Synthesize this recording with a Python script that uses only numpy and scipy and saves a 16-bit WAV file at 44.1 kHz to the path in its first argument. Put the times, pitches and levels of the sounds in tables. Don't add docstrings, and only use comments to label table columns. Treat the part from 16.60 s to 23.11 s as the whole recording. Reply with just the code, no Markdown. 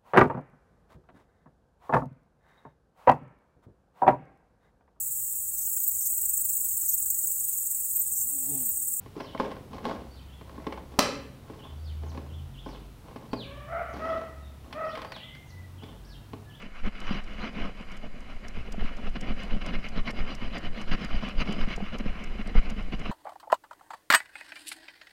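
import sys
import numpy as np
from scipy import signal
from scipy.fft import rfft, irfft, next_fast_len
from scipy.io import wavfile
from scipy.ndimage import uniform_filter1d, map_coordinates

SR = 44100
rng = np.random.default_rng(int(sys.argv[2]) if len(sys.argv) > 2 else 0)


def generate_wav(signal):
    frames = np.transpose(np.atleast_2d(signal))
    scaled = np.clip(frames, -1, 1) * 32767
    pcm = np.round(scaled).astype(np.int16)
    wavfile.write(sys.argv[1], SR, pcm)


N = 287091

# claw touch in seconds, relative tick level in dB, jolt level in dB.
FOOTFALLS = [(.022, -57, -45), (0.149, -72, -19), (0.403, -47, -26.5), (.639, -56, -32), (.93, -66, -25),
             (1.318, -52, -56), (1.37, -49.5, -32), (1.606, -59, -43), (1.883, -44.5, -24.5),
             (2.123, -43.5, -20.5), (2.369, -54, -24.5), (2.611, -43.5, -20), (2.834, -50, -17),
             (3.063, -45, -21), (3.287, -46.5, -18.5), (3.508, -42.5, -18.5), (3.751, -45.5, -23),
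             (3.982, -47.5, -22.5), (4.215, -45.5, -17), (4.448, -45.5, -18.5), (4.688, -49, -15.5),
             (4.926, -45, -16), (5.163, -44.5, -31.5), (5.386, -47.5, -21), (5.64, -48, -40),
             (5.874, -47, -9), (6.1, -45.5, -23.5), (6.395, -52, -24)]
# frequency in Hz, relative level in dB.
BODY_SPECTRUM = [(40, -23.5), (90, -5.5), (140, -1.5), (250, 1), (340, -4.5), (460, -4.5), (700, -4),
                 (1000, -16.5), (2000, -51), (5000, -75)]
# frequency in Hz, relative level in dB.
TICK_SPECTRUM = [(1000, -5), (2500, 3.5), (4000, -8.5), (5300, 3.5), (7000, -1), (8600, -5), (9600, -8.5),
                 (11500, -12.5), (15000, -25)]


def case_rubbing():
    # peak in seconds, scrape level in dB,
    # length at half power in seconds, drone in dB over the scrape.
    strokes = [(0.03, -46, 0.054, -3), (0.179, -49, 0.052, -22), (0.268, -41.5, 0.039, 4),
               (0.41, -47, 0.098, -1), (0.531, -38.5, 0.11, -1), (0.73, -48, 0.107, 1),
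               (0.846, -39.5, 0.076, 2), (1.033, -41.5, 0.11, 4.5), (1.202, -50, 0.067, 1),
               (1.331, -49, 0.066, 0), (1.451, -49.5, 0.037, 7.5), (1.71, -48.5, 0.056, 2.5),
               (1.85, -48.5, 0.019, 2), (1.987, -47, 0.057, 0.5), (2.208, -44.5, 0.018, 1),
               (2.271, -43.5, 0.059, -8), (2.33, -50, 0.031, 7), (2.459, -47.5, 0.054, 5),
               (2.563, -38, 0.012, 3), (2.634, -45, 0.02, 7), (2.701, -42.5, 0.048, 6.5),
               (2.812, -41.5, 0.053, 0), (2.93, -44.5, 0.038, 4), (3.023, -41.5, 0.017, -5),
               (3.083, -41, 0.045, 3), (3.148, -37.5, 0.025, 0), (3.258, -42, 0.037, -2),
               (3.382, -40.5, 0.035, -0.5), (3.489, -35.5, 0.035, 0.5), (3.595, -42.5, 0.052, 3),
               (3.704, -40.5, 0.065, 0.5), (3.845, -44, 0.042, 2), (3.96, -38.5, 0.034, 2.5),
               (4.062, -41, 0.035, 3.5), (4.197, -43, 0.062, 2.5), (4.29, -41.5, 0.021, 1),
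               (4.335, -34.0, 0.029, 1), (4.43, -40, 0.052, 2.5), (4.545, -42, 0.075, 2),
               (4.663, -41, 0.076, -1.5), (4.811, -34.0, 0.032, -0.5), (4.909, -40, 0.067, 5.5),
               (5.016, -41.5, 0.052, 3), (5.121, -38, 0.052, -6.5), (5.28, -46.5, 0.061, -12),
               (5.348, -40.5, 0.029, 4), (5.404, -41.5, 0.017, 5), (5.485, -45.5, 0.038, -4),
               (5.587, -47, 0.13, -2.5), (5.734, -51, 0.051, 2), (5.804, -44.0, 0.035, 2.5),
               (5.895, -47.0, 0.056, 7), (5.974, -37.5, 0.035, 2.5), (6.06, -45.5, 0.079, 0),
               (6.116, -44.5, 0.033, 5), (6.199, -45, 0.033, 4), (6.339, -40, 0.021, 4),
               (6.468, -42.5, 0.04, 2)]
    # time in seconds, scrape level in dB.
    creep = [(0, -68), (.6, -63), (1.3, -69), (1.9, -56.5), (2.5, -54), (3.3, -52.5), (4.2, -54.5),
             (5.1, -49.5), (5.7, -54.5), (6.25, -57.5), (6.5, -49)]
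    # time in seconds, level in dB against the scrape.
    hiss_level = [(0, -17), (.5, -11), (1.1, -13.5), (2.4, -12), (3.1, -10.5), (5, -7.5), (5.4, -15.5),
                  (6.5, -10.5)]
    # frequency in Hz, relative level in dB.
    scrape_spectrum = [(300, -23.5), (700, 1), (1050, 3.5), (1500, 1.5), (2000, -1.5), (2800, 2),
                       (3400, -10.5), (4500, -24), (6000, -24), (8000, -45), (15000, -51)]
    hiss_spectrum = [(1500, -22), (2400, 0.5), (3000, 10.5), (3600, 2), (5200, -2.5), (6200, -10),
                     (7500, -28), (10500, -26), (15000, -43)]
    rise_share, squareness = 0.56, 2.67
    t = np.arange(N) / SR
    creep_db = curve(creep) + 3.3 * wobble(30)
    power = amp([creep_db, creep_db + 6.5]) ** 2
    for peak_s, db, length_s, drone_db in strokes:
        near = slice(max(int((peak_s - 3 * length_s) * SR), 0), int((peak_s + 3 * length_s) * SR))
        lag = t[near] - peak_s
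        flank_s = length_s * np.where(lag < 0, rise_share, 1 - rise_share)
        swell = 0.5 ** (np.abs(lag / flank_s) ** squareness)
        power[:, near] += amp([[db], [db + drone_db]]) ** 2 * swell
    force, drone_force = np.sqrt(power) * amp(1.42 * wobble(170))
    scrape = through_case(force * slips(per_second=4000, spread_db=5.5, patchy_db=2), scrape_spectrum)
    drone = through_case(drone_force * slips(per_second=2000, spread_db=6, patchy_db=1), BODY_SPECTRUM)
    hiss = through_case(force * slips(per_second=9000, spread_db=6.5, patchy_db=4), hiss_spectrum)
    return scrape + drone + amp(curve(hiss_level)) * hiss


def mount_knocks():
    # start in seconds, relative level in dB, brightness in dB per octave.
    bumps = [(.062, -31.5, 0), (.243, -27.5, -6), (.275, -25.5, 0), (.509, -14.5, -5), (0.568, -26.5, 0),
             (0.984, -24.5, -12), (1.093, -26, 11), (1.207, -29, -1), (1.541, -31.5, 4), (1.972, -24.5, -3),
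             (2.086, -28, 7), (2.143, -25, 24), (2.18, -26.5, -10), (2.223, -22.5, 7.5), (2.246, -27, -8),
             (2.708, -22, -10), (2.937, -20, -6), (2.964, -22.5, -10), (3.119, -22, -14), (3.375, -22, 0),
             (3.532, -23.5, -1), (3.822, -21, -22), (4.342, -17.5, -9), (4.417, -18, -4), (4.445, -25, -12),
             (4.543, -27, -8), (4.635, -18.5, -3.5), (4.823, -23, -9), (4.894, -19, -14), (4.983, -23, -5),
             (5.075, -20, -4), (5.179, -20, 9), (5.204, -19, 11.5), (5.224, -18.5, -7.5), (5.46, -21, -1.5),
             (5.795, -21.5, -6), (5.953, -15.5, 4), (6.162, -29, 0), (6.282, -28.5, 0), (6.325, -42, -2),
             (6.338, -20.5, -10), (6.494, -19, -12)]
    # pitch in Hz, relative level in dB, seconds to fall 60 dB.
    mount_modes = [(208, -1, 0.052), (449, -4, 0.019), (690, -15.5, 0.023)]
    hz, mode_db, t60 = np.transpose(mount_modes)[:, :, None]
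    t = np.arange(SR // 6) / SR
    attack = 1 - np.exp(-t / 0.00087)
    rings, thuds = np.zeros(N), np.zeros(N)
    for start_s, db, brightness in bumps:
        share = amp(mode_db + brightness * np.log2(hz / hz[0]))
        share /= np.linalg.norm(share)
        detuned_hz = hz * (1 + rng.normal(0, 0.024))
        modes = share * amp(-60 * t / t60) * np.sin(2 * np.pi * detuned_hz * t)
        add(rings, start_s, -amp(db) * attack * modes.sum(axis=0))
        add(thuds, start_s, amp(db - 60 * t / 0.012) * rng.standard_normal(len(t)))
    return amp(-1) * rings + amp(-11.5) * through_case(thuds, BODY_SPECTRUM)


def step_jolts():
    # frequency in Hz, relative level in dB.
    thud_spectrum = [(20, -13), (45, 8.5), (80, -2.5), (130, -6.5), (220, -19.5), (600, -30.5), (2000, -61),
                     (5000, -120)]
    landing_delay_s = 0.1063
    t = np.arange(N) / SR
    shove, shake = np.zeros(N), np.zeros(N)
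    for touch_s, _, db in FOOTFALLS:
        push_to_pull_s = 0.027 * 0.5 ** ((db + 18.5) / 21)
        swing = 2 * (t - touch_s - landing_delay_s) / push_to_pull_s
        shove -= amp(db) * swing * np.exp((1 - swing ** 2) / 2)
        shake += amp(db) * np.exp(-swing ** 2 / 4)
    return shove + amp(-16) * shake * through_case(rng.standard_normal(N), thud_spectrum)


def claw_ticks():
    t = np.arange(SR // 25) / SR
    ticks = np.zeros(N)
    for touch_s, db, _ in FOOTFALLS:
        add(ticks, touch_s - 0.005, amp(db - 16) * scuff(SR // 60))
        early_s, late_s = rng.uniform(0.00075, 0.004), rng.uniform(0.001, 0.0055)
        for offset_s, claw_db in [(0, 0), (-early_s, -9), (late_s, -4)]:
            crack = amp(-60 * t / 0.0078) * rng.standard_normal(len(t))
            ring = amp(-5 - 60 * t / 0.0061) * np.sin(2 * np.pi * rng.uniform(4230, 8880) * t)
            add(ticks, touch_s + offset_s, amp(db + claw_db) * (crack + ring))
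    return amp(5.5) * through_case(ticks, TICK_SPECTRUM)


def collar_sway():
    # time in seconds, level in dB.
    sway_level = [(0, -42.5), (.5, -33), (1.3, -38.5), (1.8, -34.5), (2.3, -32), (3.5, -34), (5.5, -32),
                  (6, -27.5), (6.5, -29.5)]
    # frequency in Hz, relative level in dB.
    rumble_spectrum = [(4, -11.5), (10, -2), (18, -2.5), (30, -11), (50, -16.5), (90, -33.5), (200, -46),
                       (600, -88)]
    return amp(curve(sway_level)) * unit(through_case(rng.standard_normal(N), rumble_spectrum))


def loose_grit(per_second=2.3):
    crumbs = np.zeros(N)
    for when, softness in rng.random((int(per_second * N / SR), 2)):
        add(crumbs, when * N / SR, amp(-60 - 9.2 * softness) * scuff(SR // 70))
    return through_case(crumbs, TICK_SPECTRUM)


def outdoor_air():
    # frequency in Hz, relative level in dB.
    air_spectrum = [(60, 6.5), (200, 3.5), (500, 5), (2500, -1), (4000, -14), (7000, -18), (10500, -24),
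                    (13500, -28), (15000, -32)]
    return amp(-53.5 + 0.44 * wobble(9)) * through_case(rng.standard_normal(N), air_spectrum)


def through_case(sound, spectrum):
    # centre in Hz, width in Hz, lift in dB.
    resonances = [(206, 74, 9.5), (763, 89, 3.5), (859, 230, -7.5), (1050, 130, 1), (1330, 120, 1),
                  (1817, 45, -8.5), (1835, 26, 11), (2162, 210, 6), (2690, 67, -5.5), (2843, 83, 0),
                  (2975, 96, 6.5), (3240, 120, -3), (3470, 150, 4.5), (3620, 340, -4.5), (4037, 254, 8.5),
                  (4400, 250, -1.5), (4806, 310, 7.5), (7200, 130, 3), (7900, 430, -3)]
    size = 2 * next_fast_len(N // 2 + 8192)
    hz = np.fft.rfftfreq(size, 1 / SR)
    point_hz, point_db = np.transpose(spectrum)
    db = np.interp(np.log(hz + 1), np.log(point_hz), point_db)
    db += sum(lift / (1 + (2 * (hz - centre) / width) ** 2) for centre, width, lift in resonances)
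    cepstrum = irfft(np.log(unit(amp(db))))
    cepstrum[1:size // 2] *= 2
    cepstrum[size // 2 + 1:] = 0
    return irfft(rfft(sound, size) * np.exp(rfft(cepstrum)), size)[:N]


def slips(per_second, spread_db, patchy_db):
    happens = rng.random(N) < per_second / SR
    releases = happens * rng.choice([-1, 1], N) * amp(spread_db * rng.uniform(-0.62, 1, N))
    bands = signal.stft(releases, nperseg=512)[2]
    patches = uniform_filter1d(rng.standard_normal(bands.shape), size=5, axis=0)
    patches = uniform_filter1d(patches, size=6, axis=1)
    return unit(signal.istft(bands * amp(patchy_db * unit(patches)), nperseg=512)[1][:N])


def scuff(samples):
    return np.hanning(samples) * rng.standard_normal(samples)


def wobble(rate):
    return map_coordinates(rng.standard_normal(int(N * rate / SR) + 4), [np.arange(N) * rate / SR])


def curve(rows):
    return np.interp(np.arange(N) / SR, *np.transpose(rows))


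def add(track, start_s, sound):
    start = max(round(start_s * SR), 0)
    part = track[start:start + len(sound)]
    part += sound[:len(part)]


def amp(db):
    return 10 ** (np.asarray(db) / 20)


def unit(x):
    return x / np.sqrt(np.mean(x ** 2) + 1e-20)


def scene():
    on_collar = case_rubbing() + step_jolts() + collar_sway() + mount_knocks()
    return (on_collar + claw_ticks() + loose_grit() + outdoor_air())[None]


def record(dry):
    top_hz = 15400
    size = next_fast_len(N + SR // 2)
    in_band = np.fft.rfftfreq(size, 1 / SR) < top_hz
    return irfft(rfft(dry, size) * in_band, size)[..., :N]


dry = scene()
out = record(dry)
generate_wav(out)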